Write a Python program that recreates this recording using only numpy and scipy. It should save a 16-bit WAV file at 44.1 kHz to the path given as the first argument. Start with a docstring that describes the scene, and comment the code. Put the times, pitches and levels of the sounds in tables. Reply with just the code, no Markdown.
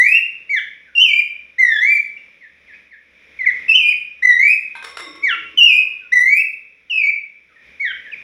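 """A babbler whistles loud, slurred notes in a wire cage, close to the microphone in a small hard-walled room:
nearly pure gliding tones with weak overtones and a rush of air, each hanging on as dense echoes.
Midway it hops to a higher perch: noise scuffs, and decaying modes ring in the wires and the perch.
A second bird answers softly from further off with sliding chirps that arrive largely as echo.
Behind them lie coloured room noise, a faint low hum and a rumble that follows the song."""
import sys
import numpy as np
from scipy import signal
from scipy.fft import rfft, irfft, next_fast_len
from scipy.io import wavfile
from scipy.ndimage import uniform_filter1d, minimum_filter1d, map_coordinates

SR = 44100
rng = np.random.default_rng(int(sys.argv[2]) if len(sys.argv) > 2 else 0)


def dump(signal):
    """Clip the signal to [-1, 1] and save it as 16-bit WAV at the path in sys.argv[1]."""
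    limited = np.clip(np.atleast_2d(signal).T, -1, 1)
    pcm = np.round(limited * 32767).astype(np.int16)
    wavfile.write(sys.argv[1], SR, pcm)


N = 362943
T = np.arange(N) / SR


def babbler(direct_db=0, room_db=-4.0):
    """Close by, each note comes straight from the beak and hangs on in the room."""
    out = np.zeros(N)
    for sing, rows in (upslur, UPSLURS), (warble, WARBLES), (swoop, SWOOPS), (chip, CHIPS):
        for s, length, *shape in rows:
            note = sing(np.arange(0, length, 1 / SR), *shape)
            add(out, s, amp(direct_db) * note)
            add(out, s, amp(room_db) * room(note))
    return out


# whistles that sag, then climb; the first is already under way at the start:
# [start t/s, length t/s, end of sag t/s, first f/Hz before the flick, dip f/Hz, top f/Hz before the release,
#  bow of the climb, first effort/dB, last effort/dB, overtone tilt/dB per octave]
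UPSLURS = [(-.06, 0.25, 0.054, 1936, 1862, 2809, .3, -8, -5.5, 5.5),
           (1.581, .403, .215, 2108, 1701, 2300, 1.91, -9, -8.5, 2.5),
           (4.222, .328, .15, 2055, 1916, 2566, 0.37, -7.5, -8, 2),
           (6.118, 0.31, 0.073, 2022, 1940, 2671, -0.67, -8, -10, 6.5)]


def upslur(t, sag_s, first_hz, dip_hz, top_hz, bow, first_db, last_db, tilt_db, ease_db=3):
    """Flicks up, sags, then climbs to its top; the bird eases off in the middle."""
    sag = (dip_hz - first_hz) * slide(t, FLICK_S, sag_s, bow=.6)
    climb = (top_hz - dip_hz) * slide(t, sag_s, t[-1] - RELEASE_S, bow)
    pitch = (first_hz + sag + climb) * flick(t, depth=.14)
    u = t / t[-1]
    effort_db = first_db + (last_db - first_db) * u - ease_db * np.sin(np.pi * u) ** 2
    return whistle(t, pitch, effort_db, tilt_db)


# high whistles that dip, move to a crest, sink to a trough and lift again:
# [start t/s, length t/s, first f/Hz, dip f/Hz, crest f/Hz, trough f/Hz, last f/Hz before the release,
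#  first effort/dB, last effort/dB, overtone tilt/dB per octave]
WARBLES = [(0.95, 0.26, 2855, 2720, 3100, 2305, 2415, -4.5, -9.5, 1),
           (3.681, 0.25, 2698, 2587, 3063, 2392, 2487, -6, -7.5, -2.5),
           (5.573, .241, 3094, 2764, 2920, 2388, 2576, -2.5, -6.5, 0.5),
           (6.897, 0.21, 3083, 2597, 2588, 2221, 2362, -13, -9.5, -8)]
DIP_S, CREST_S, TROUGH_S = .045, .079, .168  # when a warble reaches each, from its start


def warble(t, first_hz, dip_hz, crest_hz, trough_hz, last_hz, first_db, last_db, tilt_db, ease_db=6):
    """Dips, moves to a crest, sinks to a trough while the push slackens, and lifts again."""
    dip = (dip_hz - first_hz) * slide(t, 0, DIP_S, bow=0.55)
    crest = (crest_hz - dip_hz) * slide(t, DIP_S, CREST_S, bow=.6)
    trough = (trough_hz - crest_hz) * slide(t, CREST_S, TROUGH_S, bow=.65)
    lift = (last_hz - trough_hz) * slide(t, TROUGH_S, t[-1] - RELEASE_S)
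    slack = np.sin(np.pi * slide(t, CREST_S, t[-1], bow=0.36)) ** 2
    effort_db = first_db + (last_db - first_db) * t / t[-1] - ease_db * slack
    return whistle(t, first_hz + dip + crest + trough + lift, effort_db, tilt_db)


# whistles that swoop down:
# [start t/s, length t/s, top f/Hz, f/Hz the fall heads for, effort/dB, overtone tilt/dB per octave]
SWOOPS = [(0.492, 0.1063, 2285, 1624, -12.5, 1), (5.223, 0.13, 2278, 1396, -12, -1),
          (7.794, 0.13, 2240, 1549, -17, -11.5)]
SWOOP_S = .09  # time a swoop takes to fall


def swoop(t, top_hz, last_hz, db, tilt_db, depth=0.1, swell_db=7):
    """Flicks up as it swells, then falls in an S-curve."""
    fall = np.sin(np.pi / 2 * slide(t, FLICK_S, FLICK_S + SWOOP_S)) ** 2
    pitch = (top_hz + (last_hz - top_hz) * fall) * flick(t, depth)
    effort_db = db - swell_db * (1 - slide(t, 0, FLICK_S))
    return whistle(t, pitch, effort_db, tilt_db, overtone_db=1.5)


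# short falling chips:
# [start t/s, length t/s, first f/Hz, f/Hz the fall heads for, effort/dB, overtone tilt/dB per octave]
CHIPS = [(3.388, .069, 2330, 1969, -16, -13.5), (3.457, .054, 2449, 1888, -12, -13),
         (8.114, 0.037, 3105, 2187, -25.5, -13)]
CHIP_S = .016  # time constant of a chip's fall


def chip(t, first_hz, last_hz, db, tilt_db):
    """Falls at once and levels out, with faint overtones."""
    pitch = last_hz + (first_hz - last_hz) * np.exp(-t / CHIP_S)
    return whistle(t, pitch, db, tilt_db, overtone_db=-5.0)


FLICK_S = .019  # time a low note takes to flick up to its pitch


def flick(t, depth):
    """Pitch factor of the quick rise that opens a low note, from this share below."""
    return 1 - depth * (1 - slide(t, 0, FLICK_S, bow=1))


# what throat and beak let through of an overtone, before tilt: [f/Hz, level/dB re the fundamental]
THROAT = [(2800, -1), (3400, -9.5), (4000, -34), (4700, -35.5), (5800, -30), (7300, -43), (8100, -49),
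          (8900, -58.5), (9800, -52), (11500, -61.5), (13000, -55), (14800, -50.5)]
# the throat is tuned to the high notes, so low ones come out weaker: [pitch f/Hz, level/dB]
CARRY = [(1350, -12.5), (1700, -6), (1980, 1.5), (2250, 1.5), (2550, -1.5), (2850, -2.5), (3150, 3.5)]
# colour of the rush of air through the open beak: [f/Hz, relative level/dB]
AIR = [(3000, -43), (7000, -20), (8800, -15), (10000, 1.5), (11500, -13.5), (13000, -10.5), (14800, 0)]
ATTACK_S, ATTACK_DB = 0.021, 12  # every note swells from this far down
RELEASE_S, RELEASE_DB, RELEASE_DROP = .015, 19, 0.21  # at the end level falls, pitch drops by this share
# the beak opens over this pitch range; half shut it dulls the overtones, by up to this much an octave
GAPE_HZ, GAPE_TILT_DB = (1920, 2470), 7.5


def whistle(t, pitch, effort_db, tilt_db, flutter_db=3.0, brighten=0.13, overtone_db=0,
            wander=.008, glide_s=0.0029, rough=0.05, air_db=-54.0):
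    """The syrinx sings a nearly pure tone; rough overtones and air grow with the push and the open beak."""
    closing = slide(t, t[-1] - RELEASE_S, t[-1], bow=-0.94)
    pitch = uniform_filter1d(pitch, max(int(glide_s * SR), 1))
    swell_db = -ATTACK_DB * (1 - slide(t, 0, ATTACK_S, bow=0.51))
    level = effort_db + along(CARRY, pitch) + swell_db - RELEASE_DB * closing
    shut = 1 - slide(pitch, *GAPE_HZ)
    pitch = pitch * (1 - RELEASE_DROP * closing) * (1 + wander * wobble(t, 45.24))
    waver = .003 * wobble(t, 90) + .004 * wobble(t, 500)
    phase = 2 * np.pi * np.cumsum(pitch * (1 + waver)) / SR
    # per octave above the first overtone; a harder push is brighter
    slope_db = tilt_db + brighten * (level + 8.0) - GAPE_TILT_DB * shut
    air = amp(air_db + slope_db - GAPE_TILT_DB * shut) * noise(AIR)[:len(t)]
    tone = np.sin(phase) + air
    for k in range(2, 9):
        uneven_db = 3.5 * wobble(t, 200) + 1.5 * wobble(t, 25)
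        db = along(THROAT, k * pitch) + overtone_db + slope_db * np.log2(k / 2) + uneven_db
        audible = k * pitch < SR / 2
        tone = tone + amp(db) * audible * np.sin(k * (phase + rough * wobble(t, 1100)))
    return tone * soft_gate(t) * amp(level + flutter_db * wobble(t, 120))


# how long the small hard-walled room rings: [f/Hz, time to fall 60 dB t/s]
ROOM = [(300, 0.95), (1500, 0.38), (2500, 0.58), (4000, 0.43), (7000, 0.4), (10000, 0.44), (15000, 0.38)]


def room(x, gap=0.0029, build=0.0041):
    """Dense echoes of energy 1 that arrive after a short gap; each frequency dies at its own speed."""
    hz, t, z = signal.stft(rng.standard_normal(SR), SR, nperseg=256)
    decay = amp(-60 * t / along(ROOM, hz)[:, None])
    tail = signal.istft(z * decay, SR, nperseg=256)[1][:SR]
    tail = tail * np.clip((np.arange(SR) / SR - gap) / build, 0, 1)
    return signal.fftconvolve(x, tail / np.linalg.norm(tail))


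# feet and wings against the cage: [t/s, scuff level/dB, wire ring level/dB, perch knock level/dB]
HOPS = [(4.752, -42.5, -65.5, -26.5), (4.824, -39, -59.5, -33), (4.841, -29, -46.5, -56.5),
        (4.970, -32, -46, -40.5), (4.987, -31.5, -40, -44), (5.149, -49.5, -71, -63.5)]
# colour of the scuffs: [f/Hz, relative level/dB]
SCUFF = [(200, -19), (500, 2.5), (750, -3.5), (1200, 9), (1900, 6), (3500, 0), (6000, -10.5), (8500, -21.5),
         (10000, -17.5), (12000, -29), (15000, -30.5)]
# ringing modes of the wires: [f/Hz, width f/Hz, relative level/dB, time to fall 60 dB t/s]
WIRES = [(433, 53, -15, 4.9), (534, 110, -9.5, 1.3), (1111, 96, -7, 2.7), (1360, 160, -17, 4.5),
         (1670, 100, -8.5, 0.54), (2090, 150, 7, 0.77), (3660, 250, 2, 0.83), (5410, 170, 4, 0.7),
         (7623, 300, -4.5, 0.39), (9280, 420, -38.5, 0.49)]
# ringing modes of the perch: [f/Hz, width f/Hz, relative level/dB, time to fall 60 dB t/s]
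PERCH = [(767, 91, -21.5, 0.34), (932, 62, -6.5, 0.1), (1090, 140, -20, 0.22), (1570, 59, 1, 0.21),
         (2116, 140, -3, 0.073), (3620, 1100, -15.5, 0.38)]
# hum of the shaken cage, before it wavers: [t/s, f/Hz, level/dB]
FRAME = [(4.99, 355, -51), (5.035, 344, -39.5), (5.07, 306, -47), (5.10, 317, -37), (5.125, 331.6, -68),
         (5.18, 325, -57.5), (5.55, 336, -62.5)]


def cage(attack=0.0008, chatter_db=5.0, room_db=-3):
    """Claws scuff the bars, knock the perch and set the wires ringing; the frame hums after the landing."""
    out, t = np.zeros(N), np.arange(2 * SR) / SR
    fade = amp(-60 * t / .17)
    onset = 1 - np.exp(-t / attack)
    for s, scuff_db, wire_db, knock_db in HOPS:
        chatter = unit(amp(chatter_db * wobble(t, 230)))  # loose bars rattle unevenly in their holes
        scuff = amp(scuff_db) * fade * chatter * noise(SCUFF)[:len(t)]
        wires = amp(wire_db) * ring(WIRES, t)
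        knock = amp(knock_db) * ring(PERCH, t)
        add(out, s, (scuff + wires + knock) * onset)
    t, pitch, level, gate = glide(FRAME)
    phase = 2 * np.pi * np.cumsum(pitch * (1 + 0.018 * wobble(t, 70))) / SR
    add(out, t[0], gate * amp(level + 6.9 * wobble(t, 60)) * np.sin(phase))
    return out + amp(room_db) * room(out)[:N]


def ring(modes, t):
    """Struck modes; many nearly alike bars make each one a narrow, beating cluster."""
    total = 0
    for hz, width, db, t60 in modes:
        beating = wobble(t, width) + 1j * wobble(t, width)
        cluster = np.real(beating * np.exp(2j * np.pi * hz * t)) / np.sqrt(2)
        total = total + amp(db - 60 * t / t60) * cluster
    return total


def glide(rows, smooth=0.011):
    """Times, pitch and level of a gliding tone with rounded corners, and its gate."""
    s, hz, db = np.transpose(rows)
    t = np.arange(s[0], s[-1], 1 / SR)
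    width = max(int(smooth * SR), 1)
    pitch, level = (uniform_filter1d(np.interp(t, s, v), width) for v in (hz, db))
    return t, pitch, level, soft_gate(t)


# chirps from further off, before they waver and reach the room:
# [start t/s, length t/s, first f/Hz, last f/Hz, level/dB]
ANSWERS = [(0.847, 0.066, 2205, 1444, -45), (2.172, 0.015, 2810, 2660, -36.5),
           (2.406, 0.067, 2326, 1742, -37), (2.673, 0.065, 2430, 1660, -38.5),
           (2.719, .04, 1670, 2516, -38), (2.91, 0.048, 2430, 1664, -36), (6.004, 0.07, 1613, 1425, -47.5),
           (7.482, 0.052, 1806, 1255, -55), (7.558, 0.019, 2030, 1800, -40), (8.048, 0.05, 2127, 1660, -32)]


def far_bird(direct_db=-3, room_db=-2, second_db=-28):
    """Soft chirps from further off slide, level out, and arrive largely as echo."""
    out = np.zeros(N)
    for s, length, first_hz, last_hz, db in ANSWERS:
        u = np.linspace(0, 1, int(length * SR))
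        pitch = last_hz + (first_hz - last_hz) * (1 - u) ** 2.4
        pitch = pitch * (1 + .012 * wobble(u * length, 300))
        phase = 2 * np.pi * np.cumsum(pitch) / SR
        swell = np.sqrt(np.abs(np.sin(np.pi * u)))
        chirp = amp(db) * swell * (np.sin(phase) + amp(second_db) * np.sin(2 * phase))
        add(out, s, amp(direct_db) * chirp)
        add(out, s, amp(room_db) * room(chirp))
    return out


# colour of the rumble: [f/Hz, relative level/dB]
RUMBLE = [(20, -1.5), (60, 4.5), (110, -5), (220, -7.5), (400, -19), (900, -42.5)]


def rumble(song, rumble_db=-38):
    """A faint low rumble swells with the power of the loudest notes."""
    power = uniform_filter1d(song ** 2, SR // 20)
    return amp(rumble_db) * power * noise(RUMBLE)


# colour of the room noise: [f/Hz, relative level/dB per Hz]
AMBIENCE = [(25, -25), (60, -16.5), (100, -19.5), (180, -11.5), (380, -15.5), (540, -11.5), (750, -24),
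            (1500, -17), (2430, 0.5), (2750, -17.5), (3600, -16.5), (4300, -32), (5400, -24.5),
            (8500, -50.5)]
# how the room noise swells and sinks, before it wavers: [t/s, level/dB]
FLOOR = [(0, -48.5), (.8, -54.5), (2.2, -51.5), (3.1, -55), (3.6, -41), (4.1, -53), (5.5, -48),
         (6.7, -56.5), (7.6, -56.5), (7.68, -49.5), (8.23, -47)]


def background(hum_hz=70, hum_db=-19, hiss_db=-92):
    """Faint room noise with a low wavering hum, swelling and sinking together over a trace of hiss."""
    hum = (1 + .6 * wobble(T, 9)) * np.sin(2 * np.pi * hum_hz * T + wobble(T, 12))
    level = amp(np.interp(T, *np.transpose(FLOOR)) + 1.3 * wobble(T, 6.8))
    hiss = amp(hiss_db) * rng.standard_normal(N)
    return level * (noise(AMBIENCE) + amp(hum_db) * hum) + hiss


def amp(db):
    """Decibels to gain."""
    return 10 ** (np.asarray(db) / 20)


def unit(x):
    """x at rms 1."""
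    return x / np.sqrt(np.mean(x ** 2) + 1e-20)


def along(points, hz):
    """(Hz, value) points read on a log axis."""
    f, v = np.transpose(points)
    return np.interp(np.log(hz + 1), np.log(f + 1), v)


def filtered(x, response):
    """x times a response of frequency."""
    m = next_fast_len(N + SR // 2)
    return irfft(rfft(x, m) * response(np.fft.rfftfreq(m, 1 / SR)), m)[:N]


def noise(spectrum):
    """Coloured noise of rms 1."""
    return unit(filtered(rng.standard_normal(N), lambda hz: amp(along(spectrum, hz))))


def wobble(t, rate):
    """A smooth random curve over the times t, rate knots a second."""
    return map_coordinates(rng.standard_normal(4096), [t * rate], mode="wrap")


def slide(t, start, end, bow=0):
    """Goes from 0 to 1 between two values of t; a positive bow moves early, a negative one late."""
    u = np.clip((t - start) / (end - start), 0, 1)
    return u + bow * u * (1 - u)


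def soft_gate(t):
    """Opens and closes a sound over 4 ms, without a click."""
    opening = np.clip(np.minimum(t - t[0], t[-1] - t) / .004, 0, 1)
    return np.sin(np.pi / 2 * opening) ** 2


def add(track, s, x):
    """Mix x into the track from time s on; s may lie before the start."""
    i = round(s * SR)
    x, i = x[max(-i, 0):], max(i, 0)
    track[i:i + len(x)] += x[:max(N - i, 0)]


def scene():
    """Both birds, the cage and the room."""
    song = babbler()
    return (song + rumble(song) + far_bird() + cage() + background())[None]


# resonances of the microphone port: [f/Hz, width f/Hz, level/dB re the direct sound]
PORT = [(9790, 350, 15.5), (14700, 700, 4.5)]
TOP_HZ = 15800  # band limit


def record(dry):
    """The microphone port rings in the treble; a limiter holds the loudest notes; a band limit cuts the top."""
    def port(f):
        """Direct sound plus the port's resonances."""
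        response = 1
        for hz, width, db in PORT:
            response = response + amp(db) * 1j * f * width / (hz ** 2 - f ** 2 + 1j * f * width)
        return response

    x = filtered(dry[0], port)
    hold = SR // 200  # 5 ms
    needed = 1 / np.maximum(np.abs(x), 1)
    gain = uniform_filter1d(minimum_filter1d(needed, 2 * hold), hold)
    return filtered(x * gain, lambda hz: hz < TOP_HZ)[None]


dry = scene()
out = record(dry)
dump(out)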